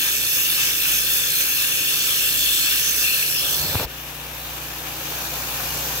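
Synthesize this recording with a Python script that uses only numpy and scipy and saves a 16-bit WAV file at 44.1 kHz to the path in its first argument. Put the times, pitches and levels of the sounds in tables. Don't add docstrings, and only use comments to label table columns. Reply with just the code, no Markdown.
import sys
import numpy as np
from scipy import signal
from scipy.fft import rfft, irfft
from scipy.io import wavfile
from scipy.ndimage import uniform_filter1d

SR = 44100
rng = np.random.default_rng(int(sys.argv[2]) if len(sys.argv) > 2 else 0)


def to_wav(s):
    ch = np.atleast_2d(s).T
    pcm = np.round(np.clip(ch, -1, 1) * 32767)
    wavfile.write(sys.argv[1], SR, pcm.astype(np.int16))


N = 264600
TIME = np.arange(N) / SR
WINDOW = dict(nperseg=512, noverlap=384)
HZ, FRAMES, _ = signal.stft(np.zeros(N), SR, **WINDOW)
SEAL_S = 3.853

# time in seconds, relative level in dB.
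LEVEL_RECOVERY = [(3.9, -6.3), (4.3, -5.5), (4.53, -3.1), (4.9, -2.5), (5.15, 1.4), (5.4, 1.7), (5.75, 3.5),
                  (6, 3.5)]


def amp(db):
    return 10 ** (np.asarray(db) / 20)


def unit_rms(x):
    return x / np.sqrt(np.mean(x ** 2) + 1e-20)


def follow(rows, t):
    s, *columns = np.transpose(rows)
    return np.array([np.interp(t, s, c) for c in columns])


def colour(rows, hz):
    f, *columns = np.transpose(rows)
    return np.array([np.interp(np.log(hz + 1), np.log(f), c) for c in columns])


def drift(t, rate_hz):
    rates = rate_hz * np.geomspace(.1, 1, 20)[:, None]
    return unit_rms(np.sin(2 * np.pi * (rates * t + rng.random(rates.shape))).sum(0))


def patches(shape, bins, frames):
    field = uniform_filter1d(rng.standard_normal(shape), size=bins, axis=-2)
    return unit_rms(uniform_filter1d(field, size=frames, axis=-1))


def white():
    return signal.stft(rng.standard_normal(N) * np.sqrt(SR / 2), SR, **WINDOW)[2]


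def noise(spectrum):
    gain = amp(colour(spectrum, np.fft.rfftfreq(N, 1 / SR))[0])
    return irfft(rfft(rng.standard_normal(N)) * gain, N) * np.sqrt(SR / 2)


def tone(turns):
    return np.sqrt(2) * np.sin(2 * np.pi * (turns + rng.random()))


def bump(centre_hz, width_hz):
    return np.exp(-((HZ[:, None] - centre_hz) / width_hz) ** 2)


def swell(s, half_s):
    return np.exp(-((FRAMES - s) / half_s) ** 2)


def burst(start_s, end_s, db, rise_db_per_s, fall_db_per_s):
    early_s, late_s = np.maximum(start_s - TIME, 0), np.maximum(TIME - end_s, 0)
    return amp(db - rise_db_per_s * early_s - fall_db_per_s * late_s)


def nozzle(air, modes, flow_db, wander_db, patchy_db, flutter_db, alike, low_hz, near_hz,
           rings_db, extra_db):
    hz = HZ[:, None]
    power = amp(colour(air, hz)) ** 2 * np.ones(len(FRAMES))
    cross_power = np.sqrt(power.prod(0)) / (1 + (hz / near_hz) ** 4) + 0j
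    for centre, width, left_db, right_db, lead in modes:
        detune = (hz - centre * (1 + 0.008 * drift(FRAMES, 9))) / width
        ring = amp(rings_db + wander_db * drift(FRAMES, 16)) / (1 + 2 * detune ** 2)
        power += (amp([left_db, right_db])[:, None, None] * ring) ** 2
        cross_power += alike * amp(left_db) * amp(right_db) * ring ** 2 * np.exp(1j * lead)
    coherence = cross_power / np.sqrt(power.prod(0))
    left = white()
    right = coherence.conj() * left + np.sqrt(np.maximum(1 - abs(coherence) ** 2, 0)) * white()
    shares = colour([(3300, 1, 0, 0), (4300, 0, 1, 0), (8000, 0, 1, 0), (10500, 0, 0, 1)], HZ)
    eddies = patches(left.shape, bins=9, frames=16)
    level_db = shares.T @ flow_db + extra_db + patchy_db * eddies + flutter_db * drift(FRAMES, 55)
    low_cut = hz ** 3 / (hz ** 3 + low_hz ** 3)
    spectra = np.array([left, right]) * np.sqrt(power) * amp(level_db) * low_cut
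    return signal.istft(spectra, SR, **WINDOW)[1][:, :N]


def board_echo(near, strength, wobble):
    far_s, near_s = 0.001223, 0.00037
    delay = near_s + (far_s - near_s) * np.exp(-10.8 * near)
    delay = delay * (1 + wobble * np.array([drift(FRAMES, 2.8), drift(FRAMES, 2.8)]))
    ripple = np.cos(2 * np.pi * HZ[:, None] * delay[:, None])
    return 10 * np.log10(1 + np.clip(2 * strength, 0, .9) * ripple * (HZ[:, None] > 1000))


def turning(tilt_db):
    # time in seconds, frequency in Hz, relative prominence in dB.
    strongest_ring = [(0, 2800, 1.5), (0.8, 2740, 3.5), (1.3, 2970, -0.5), (1.85, 3040, 7.5),
                      (2.5, 3150, 8.5), (2.98, 2980, 1), (3.1, 2800, 10.5), (3.34, 2680, 6.5),
                      (3.47, 3250, 15), (3.7, 2970, -5)]
    # time and half length in seconds, frequency in Hz, boost in dB.
    flares = [(2.655, 0.13, 7700, 4), (2.89, 0.073, 6200, 3.5), (3.057, 0.03, 2400, 5),
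              (3.384, 0.035, 5070, 13)]
    ring_shares, tilt_shares = (1.06, 0.3), (0.52, 1.1)
    ring_hz, prominence_db = follow(strongest_ring, FRAMES)
    peak = bump(ring_hz, 580) - 0.44 * bump(ring_hz, 1400)
    ring_db = np.multiply.outer(ring_shares, prominence_db * peak)
    slot_db = np.multiply.outer(tilt_shares, tilt_db * (bump(4190, 280) - bump(6340, 410)))
    crossing_db = np.multiply.outer([0, 1], 12 * swell(3.22, 0.18) * bump(1680, 380))
    flare_db = sum(db * swell(s, half_s) * bump(hz, 330) for s, half_s, hz, db in flares)
    return ring_db + slot_db + crossing_db + flare_db


def open_hiss(scatter_db):
    # frequency in Hz, left and right relative density in dB.
    air = [(790, -73.5, -73), (866, -66, -69), (1300, -89, -89), (2100, -77, -76.5), (4000, -68, -71),
           (5980, -66, -60), (7000, -69, -69.5), (8050, -77, -65), (9000, -70.5, -66), (10060, -66.5, -63),
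           (10840, -61, -61), (13700, -60.5, -58.5), (15800, -65, -60)]
    # centre and width in Hz, left and right relative peak in dB,
    # left phase lead in radians.
    modes = [(1250, 194, -62.5, -74, 5), (1653, 320, -58.5, -72.5, -1.5), (2340, 230, -60, -65, -1.5),
             (2690, 222, -52.5, -66.5, -2.5), (3060, 200, -59.5, -65, 4.5), (3503, 256, -53.5, -61, 1.85),
             (4280, 290, -59.5, -57, 1.6), (5300, 160, -61.5, -58, 2), (6400, 350, -59, -66, -0.5),
             (7770, 760, -71, -61.5, 1.4)]
    # time in seconds, hiss in dB, relative tilt from the slot's high ring to its low in dB.
    aim = [(0, -0.8, -5.5), (1.55, 0, -3.5), (1.9, 0.5, -0.5), (2.6, 1.5, 2.5), (2.89, 1.5, -5),
           (2.99, 1.4, -2), (3.15, 0.8, 5.5), (3.35, -0.1, 2), (3.6, 0.5, 3.5)]
    # time in seconds, nearness from 0 to 1.
    approach = [(2.9, 0.01), (3.3, 0), (3.55, 0.11), (3.7, 0.37), (3.78, 0.41), (3.85, 0.66)]
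    # gain in free air in dB, choking at full nearness in dB.
    bands = [(0, -1), (0.51, -4), (-0.26, -14.5)]
    # time and half length in seconds, cavity and jet swell in dB.
    strokes = [(0.07, 0.069, 4.5, 1.5), (0.363, 0.11, 0.5, 3.5), (0.62, 0.095, 4.5, 1),
               (0.9, 0.11, 3.5, 1.8), (1.137, 0.06, 1.3, 3.8), (1.4, 0.06, 3, 2.5), (1.66, 0.067, 2.5, 1.5)]
    aim_db, tilt_db = follow(aim, FRAMES)
    near, = follow(approach, FRAMES)
    flow_db = np.array([free_db + aim_db + choke_db * near for free_db, choke_db in bands])
    for s, half_s, cavity_db, jet_db in strokes:
        flow_db += np.outer([cavity_db, 1.0, jet_db], swell(s, half_s))
        tilt_db += 5 * swell(s - 0.065, 0.067)
    tilt_db += 0.76 * drift(FRAMES, 9)
    flow_db += np.array([0.57 * drift(FRAMES, 8) for _ in bands])
    sizzle_db = 8 * near * (bump(14200, 2300) - 0.94 * bump(9000, 2000))
    damping_db = -0.04 - 4.5 * near
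    colour_db = turning(tilt_db) + scatter_db + sizzle_db + board_echo(near, strength=0.19, wobble=0.074)
    lifted = np.clip((FRAMES - 2.92) / 0.12 + .5, 0, 1)
    away_db = -3 * lifted * bump(5900, 4100)
    return nozzle(air, modes, flow_db, wander_db=0.58, patchy_db=0.98, flutter_db=0.13, alike=0.83,
                  low_hz=830, near_hz=565, rings_db=damping_db + away_db, extra_db=colour_db)


def suction(turns):
    blotches = patches((2, len(HZ), len(FRAMES)), bins=4, frames=80)
    scatter_db = 1.5 * blotches * np.minimum(HZ[:, None] / 5000, 1)
    sealed = np.clip((TIME - SEAL_S) / 0.02 + .5, 0, 1)
    air = amp(-0.53) * open_hiss(scatter_db) * (1 - sealed) + amp(-0.2) * pile_hiss(scatter_db) * sealed
    treble = signal.sosfiltfilt(signal.butter(2, 3500, "high", fs=SR, output="sos"), air)
    return air + .11 * treble * np.cos(2 * np.pi * 2 * turns)


def motor_hum(turns, load):
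    # multiple of the shaft speed, relative level in dB with the slot open and with it sealed.
    orders = [(2, -48, -44.5), (3, -67, -63), (4, -56.5, -52.5), (5, -50.5, -46.5), (6, -67.5, -60.5),
              (8, -65, -58.5), (9, -57, -54), (10, -57, -61), (11, -61, -56.5), (12, -72, -59.5),
              (14, -61, -61)]
    waver_db = np.interp(load, [0, 1], [1.8, 0.7])
    hum = np.zeros(N)
    for order, free_db, shut_db in orders:
        level_db = free_db + load * (shut_db - free_db) + waver_db * drift(TIME, 3.4)
        hum += amp(level_db) * tone(round(order) * turns)
    return hum


def blower_roar():
    # frequency in Hz, relative density in dB.
    spectrum = [(20, -105), (45, -75), (75, -71), (150, -67.5), (210, -73.5), (320, -68), (400, -70),
                (530, -67.5), (650, -72.5)]
    roar = noise(spectrum) + 0.32 * np.array([noise(spectrum), noise(spectrum)])
    return signal.sosfilt(signal.butter(12, 660, fs=SR, output="sos"), roar)


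def whine():
    pitch_hz = 1807 * (1 + .002 * drift(TIME, 9))
    return tone(np.cumsum(pitch_hz) / SR) * amp(-54 + 2.5 * drift(TIME, 7))


def machine(turns):
    # gain in dB with the slot open and with it sealed, share of the recovery.
    load_gains = [(-1, 0.5, 0.38), (-3, -3.4, 0.77)]
    load = np.clip((TIME - SEAL_S) / 0.1, 0, 1)
    recovery_db, = follow(LEVEL_RECOVERY, TIME)
    hum_db, roar_db = [(1 - load) * free_db + load * (shut_db + share * recovery_db)
                       for free_db, shut_db, share in load_gains]
    body = motor_hum(turns, load) * amp(hum_db) + blower_roar() * amp(roar_db) + hose_hoot(recovery_db)
    return body * amp([[.95], [-.95]]) + whine() * (1 - load) * amp([[3], [-5]])


def handling():
    rumble = noise([(25, -33), (60, -24), (83, 6), (115, -14), (150, 2), (220, -18), (500, -12.5),
                    (2000, -70)])
    rub = noise([(100, -34), (300, 2), (400, -1), (520, 6.5), (650, 3.5), (880, 2.0), (1400, -3.0),
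                 (2200, -12), (6000, -21)])
    swing = burst(3.63, 3.82, db=-35.5, rise_db_per_s=94, fall_db_per_s=278)
    rush = burst(3.65, 3.84, db=-37, rise_db_per_s=31, fall_db_per_s=555)
    scuff = burst(3.805, 3.842, db=-35, rise_db_per_s=900, fall_db_per_s=602)
    return (unit_rms(rumble) * swing + unit_rms(rub) * (rush + scuff)) * amp([[1.1], [-1.1]])


def knocks():
    # start in seconds, click and thump gain in dB, thump pitch in Hz, its t60 in seconds.
    blows = [(3.7473, -18.5, -43, 150, 0.025), (3.7545, -13.5, -9.5, 94, 0.052),
             (3.798, -18.5, -40, 130, 0.046), (3.809, -30, -23, 125, 0.046), (3.848, -43, -21.5, 58, 0.063)]
    # frequency in Hz, relative level in dB, t60 in seconds.
    shell_modes = [(270, -17, 0.048), (530, -13.5, 0.05), (940, -2.5, 0.011), (1280, 1.5, 0.0047),
                   (1660, -17, 0.011), (2350, -11, 0.013), (4000, -14, 0.0082)]
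    t = np.arange(SR // 4) / SR
    click = -sum(amp(db - 60 * t / t60) * np.sin(2 * np.pi * hz * t) for hz, db, t60 in shell_modes)
    rise = 1 - np.exp(-t / 0.0084)
    out = np.zeros(N)
    for s, click_db, thump_db, thump_hz, thump_t60 in blows:
        thump = 2 * rise * amp(-60 * t / thump_t60) * np.sin(2 * np.pi * thump_hz * t)
        out[round(s * SR):][:len(t)] += amp(click_db) * click + amp(thump_db) * thump
    return out * amp([[1.5], [-1.5]])


def pile_hiss(scatter_db):
    # frequency in Hz, left and right relative density in dB.
    air = [(403, -73, -76), (690, -70, -77), (800.0, -66, -66), (1350, -66.5, -74.5), (2050.0, -90, -73.0),
           (4000.0, -76, -72.5), (6300, -70.5, -70), (7400, -74, -73), (8350, -82, -74.5),
           (9400, -82.5, -78.5), (10600, -73, -72.5), (12600.0, -68, -71.5), (14700.0, -70, -65.5),
           (15600.0, -69, -75)]
    # centre and width in Hz, left and right relative peak in dB,
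    # left phase lead in radians.
    modes = [(507, 48, -60.5, -61.5, -0.5), (736, 90, -60, -70, 0.3), (1655, 410, -64.5, -82.5, -2),
             (2435, 270, -63.5, -82, 0.5), (2810, 400, -64.5, -83, -1.5), (3570, 640, -66, -79, -2),
             (4420, 480, -78, -75, 0.5)]
    # gain in dB, share of the recovery.
    bands = [(0, 0.58), (-0.06, 1.0), (0.15, 0.94)]
    recovery_db, = follow(LEVEL_RECOVERY, FRAMES)
    grab_db = np.outer([-5, -8, -13], swell(SEAL_S, 0.032))
    bands_db = np.array([db + share * recovery_db for db, share in bands]) + grab_db
    settle_db = -6 * swell(SEAL_S, 0.16) * bump(700, 450)
    return nozzle(air, modes, bands_db, wander_db=0.8, patchy_db=0.65, flutter_db=0.43, alike=1.0,
                  low_hz=480, near_hz=1240, rings_db=0.1, extra_db=0.61 * scatter_db + settle_db)


def hose_hoot(recovery_db):
    pitch_hz = 320 + 2.5 * recovery_db
    envelope = burst(4.78, 5.15, db=-50.5, rise_db_per_s=60, fall_db_per_s=25.5)
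    return tone(np.cumsum(pitch_hz) / SR) * envelope


def scene():
    shaft_hz = 29.87 * (1 + 0.001 * drift(TIME, 2.13))
    turns = np.cumsum(shaft_hz) / SR
    return suction(turns) + machine(turns) + handling() + knocks()


def record(dry):
    low_pass = signal.firwin(1023, 15780, window=("kaiser", 9), fs=SR)
    return signal.oaconvolve(dry, low_pass[None], "same")


dry = scene()
out = record(dry)
to_wav(out)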